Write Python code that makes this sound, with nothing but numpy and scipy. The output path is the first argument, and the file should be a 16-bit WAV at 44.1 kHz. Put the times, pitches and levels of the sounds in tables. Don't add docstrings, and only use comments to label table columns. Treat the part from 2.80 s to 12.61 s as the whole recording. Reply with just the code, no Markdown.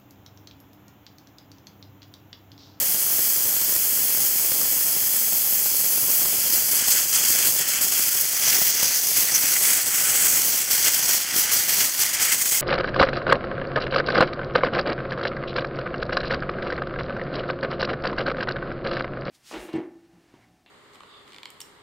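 import sys
import numpy as np
from scipy import signal
from scipy.fft import rfft, irfft, next_fast_len
from scipy.io import wavfile
from scipy.ndimage import uniform_filter1d, map_coordinates

SR = 44100
rng = np.random.default_rng(int(sys.argv[2]) if len(sys.argv) > 2 else 0)


def log_audio(samples):
    frames = np.atleast_2d(samples).T
    limited = np.clip(frames, -1, 1)
    pcm = np.round(limited * 32767).astype(np.int16)
    wavfile.write(sys.argv[1], SR, pcm)


N = 432621
TIME = np.arange(N) / SR


def amp(db):
    return 10 ** (np.asarray(db) / 20)

def unit(x):
    return x / np.sqrt(np.mean(x ** 2) + 1e-20)

def along(points, hz):
    frequencies, values = np.transpose(points)
    return np.interp(np.log(hz + 1), np.log(frequencies + 1), values)

def curve(points):
    return np.interp(TIME, *np.transpose(points))

def wobble(knots_per_s):
    knots = rng.standard_normal(int(N * knots_per_s / SR) + 4)
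    return map_coordinates(knots, [TIME * knots_per_s])

def bells(rows, axis):
    return sum(db * .5 ** ((2 * (axis - centre) / width) ** 2) for centre, width, db in rows)

def coloured(x, db_at):
    size = 2 * next_fast_len(N // 2 + SR // 4)
    hz = np.fft.rfftfreq(size, 1 / SR)
    cepstrum = irfft(np.log(amp(db_at(hz)) + 1e-6))
    cepstrum[1:size // 2] *= 2
    cepstrum[size // 2 + 1:] = 0
    return irfft(rfft(x, size) * np.exp(rfft(cepstrum)))[:N]

def below(x, edge_hz, order):
    size = next_fast_len(N + SR // 2)
    hz = np.fft.rfftfreq(size, 1 / SR)
    return irfft(rfft(x, size) / (1 + (hz / edge_hz) ** order), size)[:N]


# (frequency [Hz], reverberation time [s])
ROOM_T60 = [(200, 0.32), (3000, 0.69), (15000, 0.22)]

def room(x):
    hz, t, spectrum = signal.stft(rng.standard_normal(SR // 2), SR, nperseg=256)
    decay = amp(-60 * t / along(ROOM_T60, hz)[:, None])
    tail = signal.istft(spectrum * decay, SR, nperseg=256)[1]
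    echo = np.pad(x, (round(.00934 * SR), 0))[:N]
    reverberation = signal.fftconvolve(echo, tail / np.linalg.norm(tail))[:N]
    return amp(-30) * echo + amp(-23) * reverberation


# (frequency [Hz], relative spectral level [dB])
EDDY_SPECTRUM = [(15, -25), (30, -12), (60, -3), (140, 0), (400, 0.5), (750, -0.5), (1100, -5), (2000, -13),
                 (5000, -81)]

def eddies(rumble_db, lumpy_db):
    rumble = unit(coloured(rng.standard_normal(N), lambda hz: along(EDDY_SPECTRUM, hz)))
    return rumble * amp(rumble_db + lumpy_db * wobble(60))


# (frequency [Hz], gain [dB])
DROP_SPECTRUM = [(20, -25), (70, -7), (180, 2), (600, 0.5), (1200, -3), (2800, -6), (3800, -8), (5000, -2),
                 (15000, -1)]
# (time [s], relative level [dB])
SPITS = [(0.146, -19), (0.392, -21), (0.926, -21), (0.963, -19), (1.349, -23), (1.452, -26), (1.718, -15),
         (1.815, -20), (2.007, -23), (2.166, -21), (2.543, -33), (2.859, -19.5), (3.044, -21), (3.3, -22),
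         (3.411, -18), (3.457, -16), (3.934, -19), (4.083, -16.5), (4.761, -22), (5.015, -20), (5.789, -26),
         (5.817, -14), (6.029, -17), (6.522, -18), (8.295, -23), (8.562, -19), (9.003, -20), (9.721, -20)]

def condensate(rumble_db, specks_per_s, spread_db, spit_gain_db, puff_db, puff_s):
    sizes = amp(spread_db * np.minimum(rng.exponential(size=N), 3)) * rng.choice([-1, 1], N)
    specks = unit(sizes * (rng.random(N) < specks_per_s / SR))
    above_rumble_db = np.interp(TIME, [3.5, 6], [10, 8])
    pulses = specks * amp(rumble_db + above_rumble_db)
    age = np.arange(SR // 20) / SR
    for at, db in SPITS:
        impulse = (age == 0) * rng.choice([-1, 1])
        puff = amp(puff_db) * np.exp(-age / puff_s) * rng.standard_normal(len(age))
        pulses[round(at * SR):][:len(age)] += amp(db + spit_gain_db) * (impulse + puff)
    return coloured(pulses, lambda hz: along(DROP_SPECTRUM, hz))


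# (time of clearing [s], duration [s], hiss loss [dB], roar loss [dB], recovery [s])
CHOKES = [(3.914, 0.126, 1, 3, 0.012), (4.071, 0.08, 3, 1.0, 0.012), (4.324, 0.13, 2, 8.5, 0.008),
          (4.425, 0.07, 1, 1, 0.012), (4.776, 0.1, -1, 6.5, 0.027), (4.875, 0.066, 7.5, 1.5, 0.012),
          (5.015, 0.15, 5, -1.5, 0.006), (5.119, 0.098, 2.0, 2.5, 0.008), (5.308, 0.015, 5.0, 2.5, 0.008),
          (5.611, 0.27, 3, 0.5, 0.012), (5.942, 0.036, 4.0, 1, 0.008), (6.022, 0.07, 4.0, -1.5, 0.008),
          (6.143, 0.13, 2, -2, 0.012), (6.347, 0.27, 0, 5.5, 0.025), (6.541, 0.12, 3, 2.5, 0.012),
          (6.62, 0.035, 0, 6, 0.012), (6.806, 0.034, 0.0, 8, 0.0085), (7.064, 0.068, 5.5, 5.5, 0.01),
          (7.143, 0.067, 2.5, 3.5, 0.012), (7.72, 0.15, 0.0, 4, 0.02), (7.903, 0.12, 7, 4.5, 0.018),
          (8.113, 0.029, 4, 2.0, 0.012), (8.229, 0.031, 3.5, 0.5, 0.012), (8.545, 0.18, 10.5, 1.5, 0.056),
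          (8.713, 0.095, 8.0, -1, 0.022), (8.885, 0.081, 3.5, 2.0, 0.02), (9.189, 0.13, 7.5, 7.5, 0.012),
          (9.333, 0.11, 8.0, 4.5, 0.01), (9.4, 0.061, 8.5, 1, 0.016), (9.52, 0.062, 4.5, 2, 0.008),
          (9.612, 0.081, 4, 6.0, 0.016), (9.655, 0.037, 5, 9, 0.0072), (9.713, 0.049, 2, 7, 0.008)]
# (time [s], decay time [s], hiss gain [dB], roar gain [dB])
SPURTS = [(1.403, 0.041, 2.0, 0.5), (3.042, 0.037, 0, 2.0), (3.298, 0.11, 2.5, 2.5), (3.723, 0.1, 3.5, 2),
          (3.91, 0.07, 3.5, -0.5), (4.073, 0.085, 3.5, -3.5), (4.344, 0.032, 1, 2), (4.48, 0.075, 4, -1.5),
          (4.666, 0.038, 6, 0.5), (5.012, 0.049, 4, 1), (5.118, 0.021, 2, 5), (5.408, 0.015, 4.5, -1),
          (5.617, 0.17, 0.0, 5.5), (5.726, 0.036, 2.5, 3.5), (6.027, 0.05, 3.5, 1.5), (6.37, 0.081, 5, -1),
          (6.54, 0.026, 1.5, 1.5), (6.826, 0.25, 3, 1.5), (7.408, 0.24, 2.5, 1), (7.9, 0.046, 1.5, 2),
          (8.056, 0.055, 0.5, 5), (8.287, 0.092, 1, 1.5), (8.56, 0.05, 3, 0.5), (8.715, 0.047, 3.5, 2),
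          (9.004, 0.013, 3.5, 8.5), (9.18, 0.094, 2.5, 0.0), (9.517, 0.024, 4, 4)]

def chokes_and_spurts(sinking_share=0.51, attack_s=0.0071):
    swing_db = np.zeros((2, N))
    for at, duration, hiss_db, roar_db, recovery_s in CHOKES:
        near = np.abs(TIME - at) < .4
        age = TIME[near] - at
        clogging = np.clip((age + duration) / (sinking_share * duration), 0, 1)
        uncleared = np.clip(.5 - age / recovery_s, 0, 1)
        swing_db[:, near] -= np.outer([hiss_db, roar_db], clogging * uncleared)
    for at, decay_s, hiss_db, roar_db in SPURTS:
        near = np.abs(TIME - at) < .4
        age = TIME[near] - at
        surge = np.clip(.5 + age / attack_s, 0, 1) * np.exp(-(age / decay_s) ** 2)
        swing_db[:, near] += np.outer([hiss_db, roar_db], surge)
    return swing_db


# (time [s], level [dB])
RUMBLE_LEVEL = [(0, -44), (2.9, -45), (3.45, -43), (4.0, -44), (4.7, -42), (5.3, -46), (5.9, -45),
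                (6.9, -43), (7.5, -43), (8.6, -42.5), (9.3, -44), (9.81, -45.5)]
# (time [s], opening [about 0 just cracked, about 1 wide])
SCREW_OPENING = [(0.0, -0.13), (2.7, -0.092), (3.2, -0.11), (3.85, 0.33), (4.1, 1.18), (4.65, 0.89),
                 (5.0, 0.68), (5.45, 0.38), (5.7, 0.56), (6.2, 0.8), (6.9, 0.85), (7.6, 0.85), (8.1, 0.76),
                 (9.0, 0.96), (9.45, 1.33), (9.81, 0.77)]

def flow_levels(cracked_drift_db, wide_drift_db):
    opening = curve(SCREW_OPENING)
    hiss_swing, roar_swing = chokes_and_spurts()
    hiss_db = -18.5 - 1.9 * opening + hiss_swing
    rush_db = -27.5 + 4.5 * opening + 0.49 * hiss_swing + 0.4 * roar_swing
    roar_db = -39 + 7.5 * opening + roar_swing
    rumble_db = curve(RUMBLE_LEVEL) + 0.49 * hiss_swing + 0.43 * roar_swing
    drift_db = cracked_drift_db + (wide_drift_db - cracked_drift_db) * opening
    return [level + drift_db * wobble(50) for level in (hiss_db, rush_db, roar_db, rumble_db)]


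def flutter(steady_db, turning_db, grain_db):
    depth_db = np.interp(TIME, [3.3, 4.5], [steady_db, turning_db])
    tremble = unit(.5 * wobble(35) + 0.66 * wobble(80) + wobble(250))
    return depth_db * tremble + grain_db * wobble(1800)


# (time [s], frequency [Hz], strength [dB])
PALM_HOLLOW = [(5.2, 6500, 5), (5.7, 5600, 7), (6.05, 5600, 10.5), (6.6, 5700, 0.5), (6.85, 8200, 5.5),
               (7.05, 7440, 3), (7.4, 7800, 7.5), (7.75, 6300, 4.5), (8.4, 5740, 7), (8.9, 5140, 4),
               (9.3, 6500, 3), (9.8, 7500, 5.5)]
# (time [s], duration [s], frequency [Hz], bandwidth [Hz], gain [dB])
FINGER_GAPS = [(4.358, 0.019, 8000, 9000, 5), (5.665, .06, 6000, 1200, 4.5), (5.83, .15, 14800, 1600, 5),
               (5.92, .08, 12400, 2000, -8), (6.493, .025, 1970, 700, 8), (6.55, 0.048, 6000, 1200, 9),
               (6.763, 0.013, 1950, 900, 9), (7.15, 0.55, 1410, 300, 4.5)]

def turbulence(patchy_db, hollow_width_hz):
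    hz, t, spectrum = signal.stft(rng.standard_normal(N), SR, nperseg=512)
    patches = uniform_filter1d(rng.standard_normal(spectrum.shape), size=8, axis=0)
    patches = unit(uniform_filter1d(patches, size=32, axis=1))
    times, pitch_hz, strength_db = np.transpose(PALM_HOLLOW)
    centre, strength = np.interp(t, times, pitch_hz), np.interp(t, times, strength_db)
    hollow = [(centre, hollow_width_hz, strength), (centre, 2 * hollow_width_hz, -strength / 2)]
    fingers = [(pitch, width, bells([(at, duration, db)], t))
               for at, duration, pitch, width, db in FINGER_GAPS]
    gain_db = patchy_db * patches + bells(hollow + fingers, hz[:, None])
    return signal.istft(spectrum * amp(gain_db), nperseg=512)[1][:N]


# (frequency [Hz], relative spectral level [dB])
JET_SPECTRUM = [(300, -29), (900, -21), (1500, -8.5), (2800, -7.5), (4500, -6.5), (6300, -2), (9000, -3),
                (12500, -5), (15700, -3)]
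# (frequency [Hz], bandwidth [Hz], gain [dB])
BARE_RESONANCES = [(2100, 500, 1.5), (3250, 500, 3), (3780, 450, -11), (4850, 400, 2.5), (5720, 220, -4),
                   (7300, 400, -2.5), (7950, 450, 2.5), (8600, 450, -2.5), (9750, 400, -3.5),
                   (10400, 350, 2), (11050, 350, -2.5), (11700, 600, 4.5), (12620, 400, -4.5),
                   (13250, 650, 2.5), (14400, 600, -3), (15500, 500, 2.5)]
# (frequency [Hz], bandwidth [Hz], gain [dB])
CUPPED_RESONANCES = [(780, 350, 6), (2080, 330, 3.7), (3200, 500, 1.3), (3800, 450, -6.5), (4800, 400, 2),
                     (6000, 400, 1.5), (7320, 350, -3), (7950, 500, 3), (8550, 400, -3), (9750, 450, -2.5),
                     (10400, 400, 1.5), (11550, 600, 2.5), (12300, 500, -3.5), (13120, 500, 3.5),
                     (13780, 550, -4.5), (14700, 700, 3), (15700, 600, -2.5)]
# (time [s], cover [0 to 1])
HAND_COVER = [(5.2, 0), (5.8, 1)]

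def jet(hiss_db, rush_db, roar_db):
    def ringing(resonances):
        noise = turbulence(patchy_db=0.79, hollow_width_hz=3700)
        return unit(coloured(noise, lambda hz: along(JET_SPECTRUM, hz) + bells(resonances, hz)))

    cover = curve(HAND_COVER)
    air = np.sqrt(1 - cover) * ringing(BARE_RESONANCES) + np.sqrt(cover) * ringing(CUPPED_RESONANCES)
    roar = below(air, edge_hz=3430, order=16)
    rush = below(air, edge_hz=9930, order=10) - roar
    hiss = air - rush - roar
    return amp(hiss_db) * unit(hiss) + amp(rush_db) * unit(rush) + amp(roar_db) * unit(roar)


def scene():
    hiss_db, rush_db, roar_db, rumble_db = flow_levels(cracked_drift_db=0.12, wide_drift_db=0.6)
    flutter_db = flutter(steady_db=.5, turning_db=1.2, grain_db=0.9)
    stir_db = bells([(at, 0.098, 0.5) for at, _ in SPITS], TIME)
    drops = condensate(rumble_db, specks_per_s=150, spread_db=7.0,
                       spit_gain_db=22.5, puff_db=-23, puff_s=0.0038)
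    stream = amp(flutter_db) * jet(hiss_db, rush_db, roar_db)
    rumble = eddies(rumble_db + stir_db + .5 * flutter_db, lumpy_db=2.0)
    direct = rumble + drops + stream
    return np.tile(direct + room(direct), (2, 1))

def record(dry):
    rounded = dry / (1 + (dry / .55) ** 6) ** (1 / 6)
    return np.array([below(channel, edge_hz=15770, order=900) for channel in rounded])


dry = scene()
out = record(dry)
log_audio(out)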